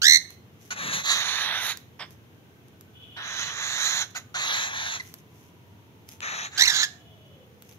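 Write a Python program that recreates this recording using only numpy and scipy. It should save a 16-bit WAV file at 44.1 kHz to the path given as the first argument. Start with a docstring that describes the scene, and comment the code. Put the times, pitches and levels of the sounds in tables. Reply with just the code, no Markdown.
"""A small room: a hand-held cockatiel squawks, hisses in long bursts and squawks again, close by.
The hiss is air rushing through three throat resonances, with brief squeaks and thin wheezes;
the squawks are a fast trill of a harmonic voice. Beak and claws tick, feathers rub on the fingers,
and a faint whine falls slowly over the room's rumble."""
import sys
import numpy as np
from scipy import signal
from scipy.fft import rfft, irfft, next_fast_len
from scipy.io import wavfile
from scipy.ndimage import map_coordinates

SR = 44100
rng = np.random.default_rng(int(sys.argv[2]) if len(sys.argv) > 2 else 0)


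def unload_wav(signal):
    """Save mono or channel-first audio to the path in sys.argv[1] as 16-bit WAV at rate SR, clipped to [-1, 1]."""
    wavfile.write(
        sys.argv[1],
        SR,
        np.round(np.clip(np.atleast_2d(signal).T, -1, 1) * 32767).astype(np.int16),
    )


N = 343098
TIME = np.arange(N) / SR
TOP_HZ = 15650

# Each row: start, end and attack in seconds; level, swell, brightening, middle resonance and
# high resonance in dB; resonance shift as a ratio; whistle peak and fizz in dB.
HISS_BURSTS = [(0.706, 0.725, .002, -32, -2, 0.5, -10.5, -2.5, 1.01, 5, 0),
               (0.756, 1.003, .018, -33, 0.5, 7.5, -5, -5.5, 1.02, 5, 2.5),
               (1.034, 1.714, .02, -31, -2, -1.5, 2.5, -0.3, 1.019, 3, 0),
               (1.991, 2.026, .01, -35.5, -2.5, -1, -3, -6, 0.91, -8.5, -5.5),
               (3.164, 4.023, 0.0023, -34.5, 6, 6, -1.5, -.5, 0.9894, 7.5, -7),
               (4.152, 4.17, 0.0053, -34.5, -0.5, 5.5, -7, -2, .99, -1, 2.5),
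               (4.347, 4.962, 0.0019, -34, -1, 2, -3, -3, 1.012, 2.5, -3),
               (6.214, 6.459, .009, -34, -2, 6.5, -7.5, -7, .985, 0, -6),
               (6.506, 6.823, 0.072, -32, 9.5, 8.5, -0.5, -1, 1.015, 12, -7.5)]


def amp(db):
    return 10 ** (np.asarray(db) / 20)


def unit(x):
    return x / np.sqrt(np.mean(x ** 2) + 1e-20)


def along(points, hz):
    """(Hz, value) points, interpolated on a log axis."""
    knots_hz, values = np.transpose(points)
    return np.interp(np.log(hz + 1), np.log(knots_hz + 1), values)


def curves(rows, t=TIME):
    """Each column after the time, read at times t."""
    knots_s, *columns = np.transpose(rows)
    return [np.interp(t, knots_s, column) for column in columns]


def swells(rows, t=TIME):
    """One Gaussian bump per (centre s, half length s, height) row."""
    return sum(height * np.exp(-((t - s) / half) ** 2) for s, half, height in rows)


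def wobble(knots_per_s):
    """Smooth random curve."""
    knots = rng.standard_normal(int(N * knots_per_s / SR) + 4)
    return map_coordinates(knots, [TIME * knots_per_s])


def filtered(x, response):
    """x through a complex frequency response."""
    size = next_fast_len(N + SR // 2)
    return irfft(rfft(x, size) * response(np.fft.rfftfreq(size, 1 / SR)), size)[..., :N]


def noise(spectrum):
    """Stereo noise of rms 1, alike in the bass, unrelated in the treble."""
    # Each row: frequency in Hz, left-right correlation.
    likeness = [(60, 0.89), (180, 0.86), (550, 0.65), (1650, -0.39), (4970, 0.019), (15000, -0.065)]

    def mid_side_gains(hz):
        angle = np.arccos(np.clip(along(likeness, hz), -1, 1)) / 2
        return amp(along(spectrum, hz)) * [np.cos(angle), np.sin(angle)]

    mid, side = filtered(rng.standard_normal((2, N)), mid_side_gains)
    return unit(np.array([mid + side, mid - side]))


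def ports(hz, lead_ms, left_db):
    """Constant-power response of two microphone ports to a near source."""
    # The right port rings more near 4 and 6.5 kHz. Each row: frequency in Hz, left over right in dB.
    imbalance = [(750, 0), (1900, -4), (2800, -1.5), (3900, -13.5), (4900, -9), (6400, -14), (7600, -15.5),
                 (10500, 10.5), (14000, -1)]
    ratio = amp(along(imbalance, hz) + left_db)
    lead = np.exp(1j * np.pi * hz * lead_ms / 1000)
    return np.array([ratio * lead, 1 / lead]) * np.sqrt(2 / (1 + ratio ** 2))


def background(rumble_db=-53, air_db=-62):
    """The room at rest: low rumble, faint steady hiss."""
    # Each row: frequency in Hz, relative level in dB.
    rumble = [(15, -75), (25, -48), (59, -27.5), (72, -10.5), (91, 1.5), (284, -9.5), (440, -11.5),
              (500, -14), (551, -19.5), (659, -17.5), (1200, -23.5), (1560, -57.5), (2640, -120)]
    air = [(700, -20), (1300, -0.5), (2200, -2), (3200, -2), (4800, -13), (6500, -9), (7600, -19.5),
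           (9500, -19), (12000, -11.5), (15500, -13)]
    return amp(rumble_db) * noise(rumble) + amp(air_db) * noise(air)


def voice(call, jitter, rasp_db, swing, dip_db=0, overtone_db=0, subharmonic_db=-60):
    """Pitch and brightness arch on each trill beat; harmonics sweep through the throat's resonances."""
    # Each row: frequency in Hz, gain in dB.
    tract = [(1400, -11), (2000, -7.5), (2900, -6.5), (3400, -8), (4150, 0.5), (4900, -7), (6200, -5),
             (7200, -16), (8300, -19), (9300, -34), (11500, -22.5), (15000, -35)]
    start, end = call[0][0], call[-1][0]
    crest_hz, level_db, beats_per_s = curves(call)
    trough = np.cos(np.pi * np.cumsum(beats_per_s * (TIME > start)) / SR) ** 2
    pitch_hz = crest_hz * (1 - swing * trough ** 1.1) * (1 + jitter * wobble(900))
    gate = np.clip(np.minimum(TIME - start, end - TIME) / 0.0019, 0, 1)
    on = gate > 0
    harmonic = np.arange(1, 9)[:, None]
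    partial_hz = harmonic * pitch_hz[on]
    phase = 2 * np.pi * np.cumsum(pitch_hz[on]) / SR
    sag_db = dip_db * trough[on]
    effort_db = np.where(harmonic > 1, overtone_db - sag_db, -.45 * sag_db)
    gains = amp(along(tract, partial_hz) + effort_db) * (partial_hz < TOP_HZ)
    partials = gains * np.sin(harmonic * phase)
    # Air leaks past the membranes as a rasp, strongest at the onset.
    leak = rng.standard_normal(N)
    rasp = unit(filtered(leak, lambda hz: amp(along(tract, hz)) * hz ** 2 / (hz ** 2 + 900 ** 2)))
    onset_db = 13.5 * np.exp(-np.abs(TIME - start) / 0.033)
    sound = rasp * amp(rasp_db + onset_db)
    subharmonic = amp(subharmonic_db) * np.sin(phase / 2)  # uneven cycles
    sound[on] += partials.sum(axis=0) + subharmonic
    return sound * gate * amp(level_db)


def squawks():
    """A clear trill; later a harsh, broken one that ends in a yelp."""
    # Each row: time in seconds, top pitch in Hz, level in dB, trill beats per second.
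    clear = [(.0165, 1460, -17.5, 87), (.05, 1809, -6.5, 88), (.082, 2056, -5.5, 65),
             (.125, 2103, -6.5, 86), (.161, 2136, -6.5, 79), (.178, 2050, -16.5, 72)]
    harsh = [(6.575, 1557, -21.5, 63), (6.597, 1768, -11, 71.4), (6.622, 2033, -6, 80),
             (6.644, 2207, -13, 51), (6.659, 2912, -12.5, 44), (6.669, 2135, -15.5, 43),
             (6.682, 2056, -11, 44), (6.704, 1864, -12.5, 46.6), (6.725, 1782, -20.5, 48),
             (6.766, 1684, -17.5, 48), (6.79, 1710, -32, 48)]
    yelp = [(6.829, 1835, -10, 61.3), (6.853, 1692, -15, 61.6)]
    calls = voice(clear, jitter=.008, rasp_db=-33, swing=.15, dip_db=11.5)
    calls += voice(harsh, jitter=.018, rasp_db=-22, swing=.14, dip_db=10.5, subharmonic_db=-32.5)
    calls += voice(yelp, jitter=.018, rasp_db=-25.5, swing=.04, overtone_db=-8.5)
    return filtered(calls, lambda hz: ports(hz, lead_ms=-.15, left_db=0))


def clicks(rows, spectrum, t60_s):
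    """Tiny contacts: cracks of noise that die at once."""
    envelope = sum(amp(db - 60 * np.abs(TIME - s) / t60_s) * (TIME >= s) for s, db in rows)
    return envelope * noise(spectrum)


def ticks():
    """Beak and claws tick sharply; the tongue unsticks with a lower click as a hiss begins."""
    # Each row: time in seconds, relative level in dB.
    contacts = [(0.3055, -33.5), (1.7729, -26), (2.1072, -42), (2.6835, -47), (2.81, -37), (5.1406, -27.5),
                (6.0897, -29.5), (7.623, -34.5), (7.6925, -42.5), (7.7255, -43)]
    tongue = [(.705, -38), (3.163, -47.5), (4.147, -41.5), (4.3425, -35.5), (6.2055, -28.5)]
    # Each row: frequency in Hz, relative level in dB.
    beak = [(300, -12.5), (1500, -3), (4000, -4), (6500, 0), (9000, -12.5), (12000, 2.5), (16000, -9)]
    mouth = [(300, -29.5), (900, -4.5), (1600, -1), (3300, 2.5), (4800, -5), (7000, -6.5), (9000, -25.5),
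             (15000, -27.5)]
    return amp(-1) * clicks(contacts, beak, t60_s=.007) + clicks(tongue, mouth, t60_s=.0066)


def handling(grain_db=4):
    """Feather barbs catch on the skin in grains; the grip shifts once with a low rub."""
    # Each row: centre and half length in seconds, level in dB.
    rubs = [(.32, 0.03, -55), (.655, 0.049, -54.5), (1.8, 0.023, -60.5), (2.12, 0.028, -61),
            (4.11, 0.005, -53.5), (5.06, 0.071, -52.5), (5.19, 0.0154, -56), (5.41, 0.088, -61),
            (6.125, 0.039, -51.5), (7.7, 0.068, -58.5)]
    grip_shifts = [(.89, .11, -43)]
    # Each row: frequency in Hz, relative level in dB.
    feathers = [(500, -27), (2400, -1.5), (4600, -10), (6200, 1.5), (8000, -13.5), (12300, -4),
                (16000, -16)]
    grip = [(40, -49), (110, -8.5), (170, 2.5), (260, -10.5), (600, -10.5), (2000, -60.5)]

    def strokes(rows):
        return swells([(s, half, amp(db)) for s, half, db in rows])

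    grains = unit(noise(feathers) * amp(grain_db * wobble(550)))
    return strokes(rubs) * grains + strokes(grip_shifts) * noise(grip)


def squeaks(beats_per_s=62):
    """The voice catches in a short, rough glide as the air starts or stops."""
    # Each row: start and length in seconds, pitch and glide in Hz, level in dB.
    catches = [(0.705, .03, 1450, 62.5, -22.5), (3.167, .03, 1470, 90, -34), (4.149, .03, 1490, 87, -23.5),
               (4.343, .028, 1380, 243.5, -19.5), (4.997, .016, 2140, -190, -23)]
    sound = 0
    for start, length, pitch_hz, glide_hz, db in catches:
        call = [(start, pitch_hz, db, beats_per_s), (start + length, pitch_hz + glide_hz, db, beats_per_s)]
        sound += voice(call, jitter=.02, rasp_db=-31.5, swing=.03, overtone_db=-20, subharmonic_db=-26.5)
    return filtered(sound, lambda hz: ports(hz, lead_ms=.2, left_db=2.5))


def airflow(bursts, release_db_per_s=521.5):
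    """Gain of the breath: each burst rises, swells or sags evenly, then stops quickly."""
    flow = 0
    for start, end, attack_s, level_db, swell_db, *_ in bursts:
        rise = 1 - np.exp(-np.maximum(TIME - start, 0) / attack_s)
        progress = np.clip((TIME - start) / (end - start), 0, 1) - .5
        release_db = release_db_per_s * np.maximum(TIME - end, 0)
        flow += rise * amp(level_db + swell_db * progress - release_db)
    return flow


def throat_setting(t):
    """Each hiss has its own throat shape; its brightness ramps from start to end."""
    knots = []
    for start, end, _, _, _, bright_db, middle_db, high_db, *held in HISS_BURSTS:
        for s, tilt_db in ((start, -bright_db / 2), (end, bright_db / 2)):
            knots.append((s, middle_db + tilt_db, high_db + tilt_db, *held))
    return curves(knots, t)


def hand_echo(hz, t, delay_s=0.001418, wander=0.13, echo_db=-9):
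    """A close echo off the fingers ripples the spectrum; its delay wanders at random."""
    drift = np.array([np.interp(t, TIME, wobble(3)) for port in range(2)])
    lag_s = delay_s * (1 + wander * drift)
    echo = amp(echo_db) * np.exp(-2j * np.pi * hz * lag_s[:, None])
    return (1 + echo) / np.hypot(1, amp(echo_db))


def hiss(flutter_db=-0.26, waver=0.017, whistle_hz=1660, whistle_width_hz=140, fizz_hz=9000):
    """Turbulent air through three sliding throat resonances; more effort is brighter."""
    # Low, middle and high resonance. Each point: frequency in Hz, gain in dB.
    resonances = [
        [(150, -32), (450, -20), (750, -12), (1150, -2.5), (1350, -8.5), (1700, -1), (2150, -4), (2900, -8.5),
         (4000, -53.5)],
        [(1800, -54.5), (3000, -13.5), (3600, -2.5), (4100, -3), (4700, -19), (6500, -53)],
        [(3500, -61), (5100, -11), (5900, -3), (6650, 3.5), (7300, -9), (8300, -34.5), (9000, -27.5),
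         (10300, -14.5), (11300, -25.5), (13300, -18.5), (15500, -45)],
    ]
    # Share of the sink that each resonance follows.
    sink_shares = (.25, 0.3, 0.8)
    # The bird pushes or eases off. Each row: centre and half length in seconds, effort in dB.
    pushes = [(.945, 0.021, 3.5), (1.115, 0.029, 3.5), (1.24, 0.014, -1.5), (1.6, 0.027, -2),
              (3.41, 0.043, 2), (3.54, 0.05, -2.5), (3.85, 0.062, 2.5), (4.52, 0.12, 5),
              (4.71, 0.036, -3.5), (6.72, 0.014, -3)]
    # The beak narrows. Each row: centre and half length in seconds, sink as a fraction of frequency,
    # change of the high resonance in dB.
    narrowings = [(1.44, 0.23, 0.091, -4.5), (1.512, 0.05, 0.077, -9.5), (2.03, 0.044, 0.21, -1),
                  (3.182, .065, 0.2, -16.5), (3.41, 0.081, 0.056, 1.5), (4.51, .06, 0.11, -7),
                  (4.84, 0.11, 0.051, -1)]
    # The fizz flares. 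Each row: centre and half length in seconds, boost in dB.
    sprays = [(1.67, .06, 12), (3.9, 0.26, 5)]
    # Where the head points. Each row: time in seconds, left lead in ms, left over right in dB.
    head = [(.95, .27, 6.5), (1.27, .11, -1.7), (2.02, .055, -1.5), (3.2, 0.14, 0.1), (4.15, .135, 0.5),
            (4.5, .23, 5), (6.5, .31, 7), (6.6, -.12, 1), (6.8, -.15, 0)]

    jet = rng.standard_normal(N) * airflow(HISS_BURSTS) * amp(swells(pushes) + flutter_db * wobble(70))
    hz, t, jet_spectra = signal.stft(jet, SR, nperseg=256)
    hz = hz[:, None]
    middle_db, high_db, shift, whistle_db, fizz_db = throat_setting(t)
    push_db = swells(pushes, t)
    sink = swells([(s, half, share) for s, half, share, _ in narrowings], t)
    narrow_db = swells([(s, half, db) for s, half, _, db in narrowings], t)
    middle_db += 0.73 * push_db
    high_db += 0.77 * push_db + narrow_db
    fizz_db += swells(sprays, t) - .5 * narrow_db  # fizz escapes half the dulling
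    shift *= 1 + .006 * push_db + waver * np.interp(t, TIME, wobble(25))
    fizz_band = 1 / (1 + np.exp((fizz_hz - hz) / 400))  # made at the beak's edge, so it does not sink
    power = 0
    for shape, db, share in zip(resonances, (0, middle_db, high_db), sink_shares):
        throat_hz = hz / (shift * (1 - share * sink * (1 - fizz_band)))
        # A tight throat adds a half-whistled peak.
        peak_db = whistle_db / (1 + ((throat_hz - whistle_hz) / whistle_width_hz) ** 2)
        resonance = amp(along(shape, throat_hz) + peak_db + fizz_db * fizz_band) ** 2
        surge_db = 0.56 * np.interp(t, TIME, wobble(22))  # the jet feeds each resonance unevenly
        power += amp(db + surge_db) ** 2 * resonance / resonance.mean(axis=0)
    spectra = jet_spectra * np.sqrt(power) * ports(hz, *curves(head, t)) * hand_echo(hz, t)
    return signal.istft(spectra, SR, nperseg=256)[1][:, :N]


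def whine(width_hz=100):
    """A faint, far tone sinks and grows, blurred and broken up by reflections."""
    # Each row: time in seconds, pitch in Hz, level in dB.
    glide = [(2.1, 1620, -78), (3, 1491, -74.5), (5.2, 1014, -73.5), (6, 902, -68), (7.15, 675, -64.5),
             (7.45, 507.5, -59), (7.72, 461, -66)]
    pitch_hz, level_db = curves(glide)
    fading = wobble(width_hz) + 1j * wobble(width_hz)
    tone = np.real(fading * np.exp(2j * np.pi * np.cumsum(pitch_hz) / SR))
    return amp(level_db) * unit(tone) * (TIME > glide[0][0])


def wheezes(flutter_db=2):
    """A thread of air flutters through the nearly closed beak."""
    # Each row: start, end and attack in seconds, level and swell in dB.
    breaths = [(2.93, 3.502, 0.046, -47, 10), (6.965, 7.451, 0.0404, -62.5, -7.5)]
    # Each row: frequency in Hz, relative level in dB.
    beak_gap = [(2200, -29), (2580, -10.5), (2780, -19.5), (2980, 3.5), (3170, -16), (3350, 0.5),
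                (3550, -11), (3800, -24.5), (5000, -42)]
    return airflow(breaths) * amp(flutter_db * wobble(45)) * noise(beak_gap)


def room(x, early_db=-13, tail_db=-16, early_t60_s=0.13):
    """Hand and furniture reflect at once; the walls add a short tail."""
    # Each row: frequency in Hz, time to decay 60 dB in seconds.
    wall_t60 = [(200, 0.57), (2000, .38), (5000, 0.34), (12000, 0.37)]
    hz, t, spectra = signal.stft(rng.standard_normal((2, SR // 2)), SR, nperseg=256)
    decay = amp(-60 * t / along(wall_t60, hz)[:, None])
    tail = signal.istft(spectra * decay, SR, nperseg=256)[1]
    age_s = np.arange(tail.shape[1]) / SR
    tail *= age_s > .006
    early = rng.standard_normal(tail.shape) * amp(-60 * age_s / early_t60_s) * (age_s > .001)
    impulse = amp(early_db) * early / np.linalg.norm(early[0])
    impulse += amp(tail_db) * tail / np.linalg.norm(tail[0])
    return signal.fftconvolve(x, impulse, axes=1)[:, :N]


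def scene():
    """The bird, its reflections and the quiet background."""
    bird = hiss() + squawks() + squeaks() + wheezes() + ticks() + handling()
    return bird + room(bird) + whine() + background()


def record(dry):
    """Clip at full scale, then cut everything above TOP_HZ."""
    return filtered(np.clip(dry, -1, 1), lambda hz: hz < TOP_HZ)


dry = scene()
out = record(dry)
unload_wav(out)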